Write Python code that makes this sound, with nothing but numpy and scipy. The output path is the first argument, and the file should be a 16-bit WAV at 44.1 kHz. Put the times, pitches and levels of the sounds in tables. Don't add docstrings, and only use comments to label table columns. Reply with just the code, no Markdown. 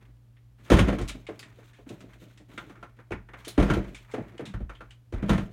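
import sys
import numpy as np
from scipy import signal
from scipy.fft import rfft, irfft
from scipy.io import wavfile
from scipy.ndimage import uniform_filter1d

SR = 44100
rng = np.random.default_rng(int(sys.argv[2]) if len(sys.argv) > 2 else 0)


def unload_audio(sound):
    columns = np.transpose(np.atleast_2d(sound))
    steps = np.round(np.clip(columns, -1, 1) * 32767)
    wavfile.write(sys.argv[1], SR, steps.astype(np.int16))


N = 243550

EDGES_HZ = 22 * 2 ** np.arange(0, 9.6, .5)
CENTRES_HZ = np.sqrt(EDGES_HZ[1:] * EDGES_HZ[:-1])
BOOM_HZ, THUD_HZ, HOLLOW_HZ = (25, 110), (110, 260), (260, 750)
CLACK_HZ, SNAP_HZ = (750, 3500), (3500, 16500)
BLOW_RANGES_HZ = [THUD_HZ, HOLLOW_HZ, CLACK_HZ, SNAP_HZ]
MIDDLE_SPOT_HZ = 300.6
RING_TIME_S = np.arange(SR * 2 // 5) / SR
ATTACK_SAMPLES = SR // 40


def landings(bank):
    # start_s, level_db, boom_db (relative to the level), hardness_db, pitch_hz
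    impacts = [(0.7, -23, -6.5, 9, 268), (0.715, -16, 1, 2.5, 329), (0.732, -30, 11.5, 16.5, 149),
               (0.768, -29.5, -17, 11, 260), (0.784, -26, 4, 9, 230), (0.79, -26.5, 2.5, 13.5, 240),
               (0.803, -26, 4, -11.5, 192), (0.871, -31, 0, 0, 240), (0.881, -25, -5, 3, 257),
               (0.925, -29.5, -18, -1, 287), (0.984, -37, -12, 10, 296), (1.005, -33, 3, -20, 310),
               (3.106, -37, -1, -1.5, 391), (3.119, -41, -1, -3, 218), (3.576, -18.5, 0, -5, 287),
               (3.597, -23, -8, 0, 300), (3.623, -27, -3, 5.5, 247), (3.686, -26, 1, -6.5, 199),
               (3.699, -22.5, -4.5, -2, 187), (3.734, -34.5, 4, 12.5, 212), (3.766, -27, -11, -12, 318),
               (4.536, -41.5, 10, -0.5, 156), (4.602, -41, 7.5, -11, 228), (5.123, -43, 3, 5, 370),
               (5.135, -38, 11, -1.5, 246), (5.224, -29.5, -13, -7.5, 190), (5.283, -34.5, 8, 1, 160),
               (5.292, -23, -5, 7, 196), (5.303, -20, -6.5, -21, 230), (5.33, -28.5, -6, 4.5, 192),
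               (5.377, -31.5, -2, 4.5, 180)]
    # thud_db, hollow_db, clack_db, snap_db, relative to the level
    balance_db = [-1.72, 0.17, -11, -20.5]
    out = np.zeros(N)
    for start_s, level_db, boom_db, hardness_db, pitch_hz in impacts:
        ringing = body_modes(bank, decay_scale=0.71, crowd_db=-3.0, spread_db=0.5)
        ringing = resonate(coupled_handles(ringing), pitch_hz, q=7.6, boost_db=2.0)
        trade_db = 6.5 * np.log2(pitch_hz / MIDDLE_SPOT_HZ)
        levels_db = [level_db + boom_db, *blow_levels(balance_db, level_db, hardness_db, trade_db)]
        rise_s = rise_time(0.0011, hardness_db)
        add(out, start_s, contact(ringing, [BOOM_HZ, *BLOW_RANGES_HZ], levels_db, rise_s))
    return out


def hand_knocks(bank):
    # start_s, level_db, hardness_db, pitch_hz
    impacts = [(0.078, -65.5, -6, 270), (1.144, -42.5, -28, 290), (1.286, -41, 1, 445),
               (1.584, -60, 8.5, 447), (1.784, -60, 6, 445), (1.861, -47, -11, 268),
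               (1.897, -40, -14.5, 325), (1.925, -49, -18, 308), (2.023, -53.5, -7, 245),
               (2.215, -54.5, -3.5, 334), (2.397, -55, -9, 296), (2.535, -50.5, -18, 280),
               (2.622, -51.5, -11, 320), (2.694, -49.5, 5.5, 312), (3.469, -48, 5, 426),
               (3.839, -60, 18, 240), (4.137, -37, 5, 427), (4.176, -32.5, -16, 326),
               (4.392, -41.5, 2.5, 454), (4.415, -39, -24, 289), (4.47, -49, -23, 208)]
    # thud_db, hollow_db, clack_db, snap_db, relative to the level
    balance_db = [-1.2, -0.53, -8, -20.5]
    out = np.zeros(N)
    for start_s, level_db, hardness_db, pitch_hz in impacts:
        ringing = body_modes(bank, decay_scale=0.63, crowd_db=1.0, spread_db=0.0)
        ringing = resonate(coupled_handles(ringing), pitch_hz, q=7.9, boost_db=3.5)
        trade_db = 11 * np.log2(pitch_hz / MIDDLE_SPOT_HZ)
        levels_db = blow_levels(balance_db, level_db, hardness_db, trade_db)
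        add(out, start_s, contact(ringing, BLOW_RANGES_HZ, levels_db, rise_time(0.0015, hardness_db)))
    return out


def handle_knocks(bank):
    # start_s, level_db, hardness_db, pitch_hz
    impacts = [(2.575, -41, 2.5, 1430), (2.752, -59, 4, 1320), (2.826, -44.5, 0, 1330),
               (2.987, -50.5, -7.5, 1570), (3.117, -41.5, 7, 2250), (3.286, -52.5, -0.5, 1800),
               (3.333, -48, 2.5, 2020), (3.699, -33, 5.5, 1430), (4.537, -47, 1, 1370),
               (4.693, -46.5, 2.5, 1360), (4.805, -45.5, -0.5, 1400)]
    # thud_db, hollow_db, clack_db, snap_db, relative to the level
    balance_db = [-10.5, -4, 0, -16]
    out = np.zeros(N)
    for start_s, level_db, hardness_db, pitch_hz in impacts:
        ringing = body_modes(bank, decay_scale=0.53, crowd_db=4.0, spread_db=3.5)
        ringing = resonate(coupled_handles(ringing), pitch_hz, q=5.6, boost_db=1.0)
        levels_db = blow_levels(balance_db, level_db, hardness_db, trade_db=0)
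        add(out, start_s, contact(ringing, BLOW_RANGES_HZ, levels_db, rise_s=0.0014))
    return out


def latch_clicks(bank):
    # start_s, level_db, brightness_db, pitch_hz, t60_s
    clicks = [(0.367, -69.5, -20, 1880, 0.15), (0.791, -31.5, -19, 2950, 0.087),
              (1.013, -53, 6, 1820, 0.15), (1.077, -55, 9, 2600, 0.1), (1.084, -47.5, 9.5, 2270, 0.12),
              (1.092, -44, -0.5, 3840, 0.15), (1.267, -49.5, -8.5, 2220, 0.12), (1.392, -53, 9, 4670, 0.13),
              (1.428, -51.5, -4.5, 1890, 0.13), (1.732, -62.5, -5, 1750, 0.22), (1.89, -57, 6, 2590, 0.1),
              (2.005, -58.5, -0.5, 1320, 0.11), (2.133, -61, -8, 1650, 0.071),
              (2.374, -62.5, 3, 1880, 0.19), (2.577, -45.5, -7.5, 3580, 0.095),
              (3.448, -52, 6.5, 3170, 0.25), (3.479, -52, 15, 4060, 0.16), (3.946, -49, -1, 2320, 0.18),
              (4.113, -57.5, 1, 2170, 0.26), (4.379, -55, -3.5, 3050, 0.05), (4.454, -50, 3, 3760, 0.19),
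              (4.75, -58.5, -11, 3240, 0.14), (4.906, -57, -2, 2950, 0.14)]
    # frequency_hz, density_db
    spectrum = [(700, -4), (1700, 1), (2300, 3.5), (2750, 3), (3300, 2), (4200, -4.5), (5200, -2),
                (6500, -4.5), (7600, -2), (8700, -3.5), (11000, -11), (15000, -17)]
    # clack_db, snap_db, top_db, relative to the level
    balance_db = [1.45, -3.5, -25]
    brightness_share = [0, 0.81, 1.96]
    ranges_hz = [CLACK_HZ, (3500, 9000), (9000, 16500)]
    out = np.zeros(N)
    for start_s, level_db, brightness_db, pitch_hz, t60_s in clicks:
        ringing = resonate(crowded_modes(bank, spectrum, t60_s), pitch_hz, q=11.0, boost_db=3.5)
        levels_db = level_db + np.array(balance_db) + brightness_db * np.array(brightness_share)
        add(out, start_s, contact(ringing, ranges_hz, levels_db, rise_s=0.00031))
    return out


def body_modes(bank, decay_scale, crowd_db, spread_db):
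    # frequency_hz, level_db, t60_s (before decay_scale)
    modes = [(39.6, -2.5, 0.47), (49, -1.5, 0.92), (59.4, 0.5, 0.42), (95.5, 4.5, 0.14), (130.7, -8, 0.32),
             (171.7, -2, 0.35), (196.2, -3.5, 0.42), (244.7, -6.5, 0.061), (297.7, -5.5, 0.25),
             (344.3, 6.5, 0.087), (436.6, -7, 0.29), (499, -0.5, 0.13), (538, -6, 0.053), (592, -7.5, 0.28),
             (667.6, -20.5, 0.63), (1084, -13.5, 0.06), (1090, -12.5, 0.11), (1338, -6, 0.11),
             (1590, -9.5, 0.21), (1770, -19.5, .14), (1805, -15, 0.097), (2000, -13, 0.28),
             (2223, -17, 0.16), (2180, -30.5, 0.089), (2560, -42, 0.065), (3092, -14.5, 0.16),
             (3360, -25.5, 0.037)]
    # frequency_hz, density_db
    crowd_spectrum = [(30, -8.5), (55, 4.5), (100, -0.5), (300, -8.5), (550, -12.5), (850, -15),
                      (1500, -15.5), (2300, -20.5), (3100, -28), (4700, -54.5), (6300, -51), (9000, -51.5),
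                      (15000, -57)]
    # frequency_hz, t60_s (before decay_scale)
    crowd_decay = [(40, 0.2), (300, 0.24), (1500, 0.31), (5000, 0.12), (15000, 0.2)]
    hz, level_db, t60_s = np.transpose(modes)
    sign = np.where(hz < THUD_HZ[1], 1, rng.choice([-1, 1], len(hz)))
    strength = sign * from_db(level_db + spread_db * rng.standard_normal(len(hz)))
    decays = fade(RING_TIME_S, decay_scale * t60_s[:, None])
    tones = strength @ (np.sin(2 * np.pi * hz[:, None] * RING_TIME_S) * decays)
    crowd = crowded_modes(bank, crowd_spectrum, decay_scale * at_hz(crowd_decay, CENTRES_HZ))
    return unit_attack(tones) + from_db(crowd_db) * crowd


def crowded_modes(bank, spectrum, t60_s):
    start = rng.integers(N - len(RING_TIME_S))
    rings = bank[:, start:start + len(RING_TIME_S)] * fade(RING_TIME_S, np.reshape(t60_s, (-1, 1)))
    return unit_attack(from_db(at_hz(spectrum, CENTRES_HZ)) @ rings)


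def coupled_handles(ringing):
    # frequency_hz, width_hz, boost_db
    resonances = [(1399, 140, -6.5), (1797, 46, -7.5), (2273, 350, -11), (3250, 85, -19), (3510, 110, -9),
                  (6420, 1200, 6), (9000, 690, 4.5)]
    for hz, width_hz, boost_db in resonances:
        ringing = resonate(ringing, hz, hz / width_hz, boost_db)
    return ringing


def resonate(x, hz, q, boost_db):
    return x + from_db(boost_db) * signal.lfilter(*signal.iirpeak(hz, q, fs=SR), x)


def contact(ringing, ranges_hz, levels_db, rise_s):
    build_up = (1 - np.exp(-RING_TIME_S / rise_s)) ** 2
    die_out = 1 - (RING_TIME_S / RING_TIME_S[-1]) ** 10
    blow = ringing * build_up * die_out
    return sum(from_db(db) * unit_attack(band(blow, edges)) for edges, db in zip(ranges_hz, levels_db))


def blow_levels(balance_db, level_db, hardness_db, trade_db):
    hardness_share = [0, 0.16, 0.68, 1]
    tilt_db = hardness_db * np.array(hardness_share) + trade_db * np.array([-1, 1, 0, 0])
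    return level_db + np.array(balance_db) + tilt_db


def rise_time(usual_s, hardness_db, halving_db=38):
    return usual_s * 2 ** (-hardness_db / halving_db)


def rubbing():
    # start_s, length_s, level_db, pressure_db (judder offset), sleeve_db (rustle offset)
    strokes = [(0, 0.027, -63.5, -2.5, -11), (0.578, 0.079, -65.5, 2, 4), (0.64, 0.055, -56, -4, 9),
               (0.76, 0.17, -43, 9.5, -6), (1.029, 0.07, -53, 6, 7), (1.296, 0.22, -60.5, 2.5, 3),
               (1.506, 0.2, -64, -1, 5.5), (1.863, 0.18, -69, 13, 9), (2.076, 0.061, -60.5, 3, 5.5),
               (2.186, 0.091, -64, 8, 7), (2.48, 0.18, -61, 7.5, 8), (2.762, 0.087, -63.5, 4, -4),
               (2.96, 0.044, -65, 1, -9), (3.362, 0.13, -55, -4, 0), (3.462, 0.048, -62.5, -12, 13.5),
               (3.57, 0.2, -43, 10.5, -2), (3.84, 0.19, -64, -10, 6), (4.076, 0.05, -54, -4, 0),
               (4.137, 0.14, -54.5, 5.5, -2.5), (4.303, 0.16, -60, -10, -5.5), (4.68, 0.2, -70.5, 3.5, 0),
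               (5.148, 0.16, -54, 2, -6), (5.295, 0.14, -57.5, 14, 9)]
    # frequency_hz, density_db
    judder_spectrum = [(150, -0.5), (240, -3.5), (310, -1.5), (420, -7), (510, -13.5), (620, -8.5),
                       (900, -33.5), (2000, -27.5)]
    # frequency_hz, density_db
    scuff_spectrum = [(500, 1.5), (900, 6), (1450, 5.5), (1800, 4), (2300, 5), (3300, -21), (5000, -40)]
    # frequency_hz, density_db
    cloth_spectrum = [(2500, 6), (3900, 4.5), (5000, -7.5), (6400, -1), (9500, -8.5), (11000, -9.5),
                      (15000, -9)]
    compression = 0.72
    sliding, pressing, sleeves = np.zeros((3, N))
    for start_s, length_s, level_db, pressure_db, sleeve_db in strokes:
        motion = from_db(level_db) * stroke(start_s, length_s)
        sliding = np.maximum(sliding, motion)
        pressing = np.maximum(pressing, from_db(pressure_db) * motion)
        sleeves = np.maximum(sleeves, from_db(sleeve_db) * motion ** compression)
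    judder = pressing * friction(judder_spectrum, slips_per_s=600, smooth=1.0, uneven_db=3.0)
    scuff = sliding * friction(scuff_spectrum, slips_per_s=3500, smooth=1.4, uneven_db=2.5)
    ticks = sliding ** compression * finger_catches()
    rustle = sleeves * friction(cloth_spectrum, slips_per_s=1400, smooth=1.5, uneven_db=3.5)
    return judder + from_db(-2.45) * scuff + from_db(-26) * ticks + from_db(-28.5) * rustle


def stroke(start_s, length_s, grip_s=0.02):
    t = np.arange(N) / SR - start_s
    return np.clip(t / grip_s, 0, 1) * fade(np.maximum(t - length_s, 0), t60_s=0.48)


def friction(spectrum, slips_per_s, smooth, uneven_db):
    slips = (rng.random(N) < slips_per_s / SR) * rng.standard_normal(N)
    grip = uniform_filter1d(rng.standard_normal(N), size=1500)
    roughness = slips / rms(slips) + smooth * rng.standard_normal(N)
    return coloured(spectrum, roughness * from_db(uneven_db * grip / rms(grip)))


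def finger_catches(catches_per_s=20):
    ticks = (rng.random(N) < catches_per_s / SR) * rng.uniform(0.23, 1, N)
    envelope = signal.lfilter([1], [1, -fade(1 / SR, t60_s=0.07)], ticks + 1e-18)
    # frequency_hz, density_db
    tick_spectrum = [(500, -6.5), (1000, -2), (2000, 2), (3600, -4.5), (5000, -15.5), (9000, -19.5),
                     (15000, -23.5)]
    return coloured(tick_spectrum, envelope * rng.standard_normal(N))


def workshop(x, wet_db, build_s):
    # frequency_hz, t60_s
    room_decay = [(50, 0.46), (300, 0.27), (2000, 0.32), (6000, 0.29), (15000, 0.12)]
    t = np.arange(SR) / SR
    echoes = noise_bank(SR) * fade(t, at_hz(room_decay, CENTRES_HZ)[:, None])
    tail = echoes.sum(axis=0) * (1 - np.exp(-t / build_s)) ** 2
    return x + from_db(wet_db) * signal.fftconvolve(x, tail / np.linalg.norm(tail))[:N]


def motor_hum():
    # frequency_hz, rms_db
    tones = [(59.2, -74.5), (118.4, -56), (204.6, -80), (296.1, -79.5)]
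    t = np.arange(N) / SR
    return sum(np.sqrt(2) * from_db(db) * np.sin(2 * np.pi * (hz * t + rng.random())) for hz, db in tones)


def room_air(level_db=-59.5):
    # frequency_hz, density_db
    air_spectrum = [(35, -4.5), (55, 13.5), (80, -14.5), (105, 7.5), (150, -12.5), (210, -8), (290, -15),
                    (400, -19), (1000, -26), (3000, -32), (8000, -39), (15000, -40)]
    return from_db(level_db) * coloured(air_spectrum, rng.standard_normal(N))


def from_db(db):
    return 10 ** (np.asarray(db) / 20)


def rms(x):
    return np.sqrt(np.mean(x ** 2) + 1e-20)


def unit_attack(x):
    return x / rms(x[:ATTACK_SAMPLES])


def at_hz(points, hz):
    points_hz, values = np.transpose(points)
    return np.interp(np.log(hz), np.log(points_hz), values)


def fade(t, t60_s):
    return np.exp(-np.log(1000) * t / np.maximum(t60_s, 1e-3))


def band(x, edges_hz, order=3):
    return signal.sosfilt(signal.butter(order, edges_hz, "band", fs=SR, output="sos"), x)


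def noise_bank(size):
    return np.array([band(rng.standard_normal(size), pair, order=2) for pair in zip(EDGES_HZ, EDGES_HZ[1:])])


def coloured(spectrum, x):
    hz = np.maximum(np.arange(N // 2 + 1) * SR / N, 1)
    roll_off = np.minimum(hz / spectrum[0][0], 1) ** 2 * np.minimum(spectrum[-1][0] / hz, 1) ** 2
    y = irfft(rfft(x) * roll_off * from_db(at_hz(spectrum, hz)), N)
    return y / rms(y)


def add(out, start_s, sound):
    start = round(start_s * SR)
    out[start:start + len(sound)] += sound[:N - start]


def scene():
    bank = noise_bank(N)
    impacts = landings(bank) + hand_knocks(bank) + handle_knocks(bank) + latch_clicks(bank)
    return (workshop(impacts, wet_db=-17.0, build_s=0.0038) + rubbing() + motor_hum() + room_air())[None]


def record(dry):
    low_hz, high_hz = 33, 15900
    y = signal.sosfilt(signal.butter(4, low_hz, "high", fs=SR, output="sos"), dry)
    return signal.sosfilt(signal.ellip(10, .1, 80, high_hz, fs=SR, output="sos"), y)


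dry = scene()
out = record(dry)
unload_audio(out)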